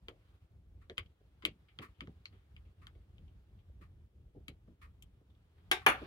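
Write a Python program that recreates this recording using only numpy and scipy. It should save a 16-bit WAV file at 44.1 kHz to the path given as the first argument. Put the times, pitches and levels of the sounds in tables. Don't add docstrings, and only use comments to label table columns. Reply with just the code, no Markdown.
import sys
import numpy as np
from scipy import signal
from scipy.io import wavfile
from scipy.ndimage import uniform_filter1d

SR = 44100
rng = np.random.default_rng(int(sys.argv[2]) if len(sys.argv) > 2 else 0)


def volts(x):
    e = np.asarray(x, float) / 20
    return 10 ** e


def generate_wav(signal):
    frames = np.transpose(np.atleast_2d(signal))
    scaled = np.clip(frames, -1, 1) * 32767
    pcm = np.round(scaled).astype(np.int16)
    wavfile.write(sys.argv[1], SR, pcm)


N = 267246

# [bright crack, relative dB]
CLICKS = [(0.084, -41, 1100, -3.5, -27), (0.898, -44.5, 1700, -8.5, -53), (.98, -29, 1200, 7.5, -24),
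          (1.4514, -22.5, 2830, -3, -21.5), (1.7883, -41, 1200, -1.5, -33), (2.0072, -38.5, 1220, 0.5, -33),
          (2.073, -55.5, 1250, -13, -42), (2.2562, -41.5, 4290, -10.5, -35), (2.5647, -53.5, 3000, 20, -29),
          (2.8691, -48, 1350, -9.5, -20.5), (3.1823, -61.5, 3100, -8.5, -44), (4.482, -42, 3950, -1, -16),
          (5.024, -53.5, 3150, -13, -5.5)]
# [time to fade by 60 dB, s]
SCUFFS = [(0.973, -60, 3080, -13, 0.036), (1.059, -69.5, 3180, -14, 0.059), (1.4227, -57.5, 1160, -6, 0.15),
          (1.684, -67.5, 2400, 18, 0.16), (1.946, -76.5, 3110, -14, 0.45), (2.324, -73, 1300, -3.5, 0.51),
          (2.651, -79, 2730, -5, 0.28), (2.95, -77.5, 1980, -1, 0.11), (3.279, -74.5, 3000, -10, 0.1),
          (3.588, -80, 3300, -7.5, 0.17), (4.676, -76.5, 1167, -22.5, 0.083), (5.3, -78, 3400, -27, .08),
          (5.35, -76.5, 3400, -20, 0.038), (5.58, -79, 1480, -6, 0.26), (5.8847, -37, 9950, -18.5, .11)]
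# pitch_hz [Hz], width_hz [Hz], level_db [dB]
PLASTIC_RINGS = [(2202, 300, 6), (3150, 410, 3), (4944, 210, -11), (1200, 220, -2.5)]


def click(level_db, pitch_hz, rest_db, crack_db, t60_s, direct_db=-3):
    modes = [(pitch_hz, 280, 0)]
    modes += [(hz, width_hz, db + rest_db) for hz, width_hz, db in PLASTIC_RINGS]
    body = ring(room(t60_s, direct_db), modes)
    body = signal.lfilter(*signal.butter(2, [750, 5600], "band", fs=SR), body)
    crack_modes = [(7240, 1800, 0), (11120, 1000, 3), (13350, 5800, -10)]
    crack = ring(room(0.5 * t60_s, direct_db - 14.5), crack_modes)
    crack = signal.lfilter(*signal.butter(2, 5000, "high", fs=SR), crack)
    return peaked(body, level_db) + peaked(crack, level_db + crack_db)


# [share straight from the desk, dB]
DROPS = [
    (5.7139, -21, .18, 12),
    (5.864, -16, 0.21, 7.5),
]
# pitch_hz [Hz], width_hz [Hz], level_db [dB]
LANDING_RINGS = [
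    [(397, 14, -2.5), (737, 34, 0), (1176, 120, -6), (1550, 44, 4), (2030, 120, -7), (2430, 120, 2),
     (2720, 240, -15), (3720, 166, -3.5), (3890, 140, -6.5), (5580, 48, -12), (9340, 990, -22.5)],
    [(573, 19, -13), (755, 35, 6.5), (1183, 150, -5.5), (1353, 52, 6), (1432, 110, 1.5), (1757, 14, 5),
     (2130, 27, -6), (2450, 85, -6.5), (2610, 33, -5.5), (3400, 270, -9.5), (4380, 43, -9.5),
     (6160, 560, -23), (9950, 130, -22.5)],
]
# pitch_hz [Hz], level_db [dB per Hz]
KNOCK_COLOURS = [
    [(59, -24), (100, -47.5), (398, 9.5), (535, -3.5), (801, 11.5), (1030, -2.5), (2580, 7), (5650, -8),
     (7610, -9.5), (11600, -17), (16000, -21)],
    [(59, -62), (100, -4.5), (433, 7.5), (801, 8.5), (2800, 7.5), (3780, -18.5), (4980, -17.5), (6420, -27),
     (7610, -29), (10200, -14), (16000, -17)],
]


def drop(level_db, t60_s, direct_db, modes, knock_colour):
    low, high = (signal.butter(1, 3500, kind, fs=SR) for kind in ("low", "high"))
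    slow, quick = (room(share * t60_s, direct_db, wet_db=10.5, rattle_s=0.0055) for share in (1, 0.7))
    hit = signal.lfilter(*low, slow) + signal.lfilter(*high, quick)
    knock = peaked(colour(hit, knock_colour), 0)
    rings = peaked(ring(hit, modes), -4.5)
    return peaked(knock + rings, level_db)


# [deep thud, relative dB]
BUMPS = [(0.08, -48, 454, 0.25, -19), (0.897, -48, 355, 0.14, -17), (0.978, -55.5, 407, 0.16, -8),
         (1.205, -65, 392, 0.059, 2), (1.436, -51.5, 231, 0.36, 0), (1.453, -41.5, 347, 0.11, -6.5),
         (1.792, -47.5, 417, 0.17, 9.5), (2.016, -48, 300, 0.15, 5.5), (2.074, -45.5, 407, 0.14, 11),
         (2.327, -64.5, 394, 0.14, -1), (2.953, -65, 398, 0.2, 3), (3.182, -63, 482, 0.14, 10.5),
         (3.695, -65.5, 474, 0.026, -3), (3.81, -58.5, 315, 0.088, 4), (4.349, -57, 470, 0.088, 7),
         (4.363, -50, 398, 0.12, 6), (4.485, -48.5, 400, 0.14, 9), (4.677, -54.5, 336, 0.21, 7.5),
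         (5.208, -63, 413, 0.084, -3), (6.016, -44.5, 356, 0.14, -5)]


def bump(level_db, pitch_hz, t60_s, thud_db):
    modes = [(pitch_hz, 100, 0), (1.9 * pitch_hz, 160, -11), (0.79 * pitch_hz, 110, -3), (135, 55, thud_db)]
    dull = signal.lfilter(*signal.butter(2, 750, fs=SR), room(t60_s, -14.5, rise_s=0.002))
    return peaked(ring(dull, modes), level_db)


# start_s [s], level_db [peak dB]
TICKS = [
    (0.81, -69.5),
    (1.814, -50.5),
    (2.813, -67),
    (3.809, -61.5),
    (4.812, -60.5),
    (5.809, -60.5),
]
# pitch_hz [Hz], width_hz [Hz], level_db [dB]
CLOCK_CASE = [(1127, 133, 9), (1350, 250, 2.5), (1796, 155, 3), (2260, 680, -3), (4370, 1800, -15.5),
              (10400, 6100, -26.5)]


def tick(level_db):
    case = ring(room(0.11, -56, rise_s=0.057), CLOCK_CASE)
    return peaked(signal.lfilter(*signal.butter(3, 980, "high", fs=SR), case), level_db)


# pitch_hz [Hz], level_db [dB per Hz]
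AIR = [(90, -17), (140, -5), (185, 0.5), (228, -12), (285, -2), (400, -5), (790, -19), (1000, -24),
       (2000, -29.5), (2700, -30.5), (3300, -30.5), (4500, -37), (8000, -39), (16000, -41)]
# pitch_hz [Hz], likeness [0 to 1]
SAME = [(60, .97), (150, .92), (380, .65), (950, .3), (2400, .22), (6000, .1)]
# start_s [s], level_db [dB over the hiss]
HANDS = [
    (0.0, 6),
    (0.28, 13),
    (0.6, 3),
    (1.05, 7.5),
    (1.9, 10.5),
    (2.7, 8),
    (3.4, 7.5),
    (4.1, 4),
    (5.3, 6.5),
    (5.7, 12),
]


def hiss():
    hop, size = 256, 1024
    frames, hz = N // hop + 5, np.fft.rfftfreq(size, 1 / SR)
    a, b, c, d, patches = rng.standard_normal((frames, len(hz), 5)).T
    patches = uniform_filter1d(uniform_filter1d(patches, size=10, axis=0), size=6, axis=1)
    same = np.clip(read(SAME, hz), -1, 1)[:, None]
    left = a + 1j * b
    right = same * left + np.sqrt(1 - same ** 2) * (c + 1j * d)
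    spectra = np.array([left, right]) * volts(read(AIR, hz)[:, None] + 0.86 * evened(patches))

    t = np.arange(frames) * hop / SR
    hum_db = -2 + 0.1 * shutting(t) + 0.82 * waking(t)
    rustle_db = np.interp(t, *np.transpose(HANDS)) + waking(t)
    hum_share = read([(600, 1), (1300, 0.2), (16000, 0.12)], hz)[:, None]
    rustle_share = read([(500, 0), (1100, 1), (4500, 1), (6000, 0.5)], hz)[:, None]
    swell = volts(hum_share * hum_db + rustle_share * rustle_db)
    steady, swelling = (signal.istft(spectra * gain, nperseg=size, noverlap=size - hop)[1][:, :N]
                        for gain in (1, swell))
    return volts(-73) * swelling / steady.std()


# pitch_hz [Hz], width_hz [Hz], level_db [dB]
DUCT = [(59.3, 45, 3), (99.7, 72, -8), (167, 6.7, -19)]


def rumble():
    shared, *ports = rng.standard_normal((3, N))
    duct = ring(shared + 0.14 * np.array(ports), DUCT)
    duct = signal.sosfilt(signal.butter(4, 200, fs=SR, output="sos"), duct)
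    flutter = np.sqrt(uniform_filter1d((duct ** 2).mean(0), size=1200))
    t = np.arange(0, N + 64, 64) / SR
    level_db = -56 + shutting(t) + 0.2 * waking(t)
    return evened(duct / flutter ** 0.25) * volts(np.interp(np.arange(N) / SR, t, level_db))


# centre_s [s], change_db [dB], half_length_s [s]
SHUTS = [(0.0, -25, 0.021), (0.226, -9, 0.22), (0.394, -27, 0.026), (0.476, -29, 0.03), (0.633, -9, 0.035),
         (0.864, -7.5, 0.082), (.96, -27, 0.023), (1.0, 7.5, 0.035), (1.042, -11, 0.016),
         (1.158, -15.5, 0.1), (1.32, -10, .14), (1.568, -17, 0.059), (1.688, -18, 0.069), (1.824, -7, 0.11),
         (1.958, -23, 0.036), (2.14, -8.5, 0.029), (2.257, -15.5, 0.051), (2.44, -9.5, 0.11),
         (2.741, -16, 0.048), (3.048, -9, 0.043), (3.23, 6.5, 0.062), (3.445, -7.5, 0.053),
         (3.629, -9, 0.031), (4.11, -12, 0.065), (4.321, -15, 0.028), (4.6, -7, .08), (4.772, -18, 0.049),
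         (4.952, -3.5, 0.2), (5.24, -8.5, 0.19), (5.5, -9.5, 0.15)]


def shutting(t):
    centre_s, change_db, half_s = np.transpose(SHUTS)[:, :, None]
    return (change_db * np.clip(1 - abs(t - centre_s) / half_s, 0, 1)).sum(0)


def waking(t):
    rise_db, rise_s = 20.5, 0.11
    since_landing = np.maximum(t - DROPS[-1][0], 0)
    return rise_db * (1 - np.exp(-since_landing / rise_s))


def room(t60_s, direct_db, wet_db=-12, rise_s=0.00033, rattle_s=0.0011):
    bass_hz, left_db = 850, 3.4
    first_touch = 3
    t = np.arange(SR // 3) / SR
    echoes = rng.standard_normal((3, len(t))) * (rng.random((3, len(t))) < 0.15)
    echoes *= volts(wet_db - 60 * t / max(t60_s, 0.03)) * (1 - np.exp(-t / rise_s))
    contact = (rng.standard_normal(len(t)) + first_touch * (t == 0)) * np.exp(-t / rattle_s)
    contact *= volts(direct_db) * np.sqrt(rattle_s * SR / 2) / np.linalg.norm(contact)
    low, high = (signal.butter(2, bass_hz, kind, fs=SR) for kind in ("low", "high"))
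    ports = signal.lfilter(*low, contact + echoes[:1]) + signal.lfilter(*high, contact + echoes[1:])
    treble = signal.lfilter(*signal.butter(1, 3000, "high", fs=SR), ports)
    return ports + treble * (volts(np.array([[left_db], [-left_db]])) - 1)


def ring(x, modes):
    out = 0
    for k, (hz, width_hz, db) in enumerate(modes):
        pole = np.exp((2j * np.pi * hz - np.pi * width_hz) / SR)
        tone = 2 * signal.lfilter([1 - abs(pole)], [1, -pole], x + 0j).real
        out = out + (-1) ** k * volts(db) * tone
    return out


def colour(x, points):
    gain_db = np.maximum(read(points, abs(np.fft.fftfreq(4096, 1 / SR))), -100)
    log_gain = np.log(volts(gain_db))
    taps = np.fft.ifft(np.exp(np.conj(signal.hilbert(log_gain)))).real[:2048]
    return signal.fftconvolve(x, taps[None], axes=1)[:, :x.shape[1]]


def read(points, hz):
    f, value = np.transpose(points)
    return np.interp(np.log(hz + 1), np.log(f + 1), value)


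def peaked(x, level_db):
    return x * volts(level_db) / np.sqrt(uniform_filter1d(x.mean(0) ** 2, size=176).max())


def evened(x):
    return x / np.sqrt(np.mean(x ** 2) + 1e-20)


def add(mix, start_s, sound):
    part = mix[:, round(start_s * SR):][:, :sound.shape[1]]
    part += sound[:, :part.shape[1]]


def scene():
    mix = rumble() + hiss()
    for start_s, level_db, *tone in CLICKS:
        t60_s = 0.095 + 0.0004 * (level_db + 47.5)
        add(mix, start_s, click(level_db, *tone, t60_s))
    for start_s, level_db, pitch_hz, rest_db, t60_s in SCUFFS:
        add(mix, start_s, click(level_db, pitch_hz, rest_db, -25.5, t60_s, direct_db=-20.5))
    for start_s, *knock in BUMPS:
        add(mix, start_s, bump(*knock))
    for start_s, level_db in TICKS:
        add(mix, start_s, tick(level_db))
    for (start_s, *landing), modes, knock_colour in zip(DROPS, LANDING_RINGS, KNOCK_COLOURS):
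        add(mix, start_s, drop(*landing, modes, knock_colour))
    half_lag = round(0.00019 * SR / 2)
    return np.array([np.roll(mix[0], -half_lag), np.roll(mix[1], half_lag)])


def band_limit(x):
    return signal.sosfilt(signal.butter(12, 16480, fs=SR, output="sos"), x)


def record(dry):
    dry = signal.sosfilt(signal.butter(4, 42, "high", fs=SR, output="sos"), dry)
    dry = signal.oaconvolve(dry, signal.firwin(255, 16100, fs=SR)[None], "same")
    power_db = 10 * np.log10(abs(uniform_filter1d((dry ** 2).mean(0), size=900)) + 1e-12)
    under_db = np.clip(-57 - power_db, 0, 13)
    finished = dry * volts(-0.3 * uniform_filter1d(under_db, size=300))
    return band_limit(finished)


dry = scene()
out = record(dry)
generate_wav(out)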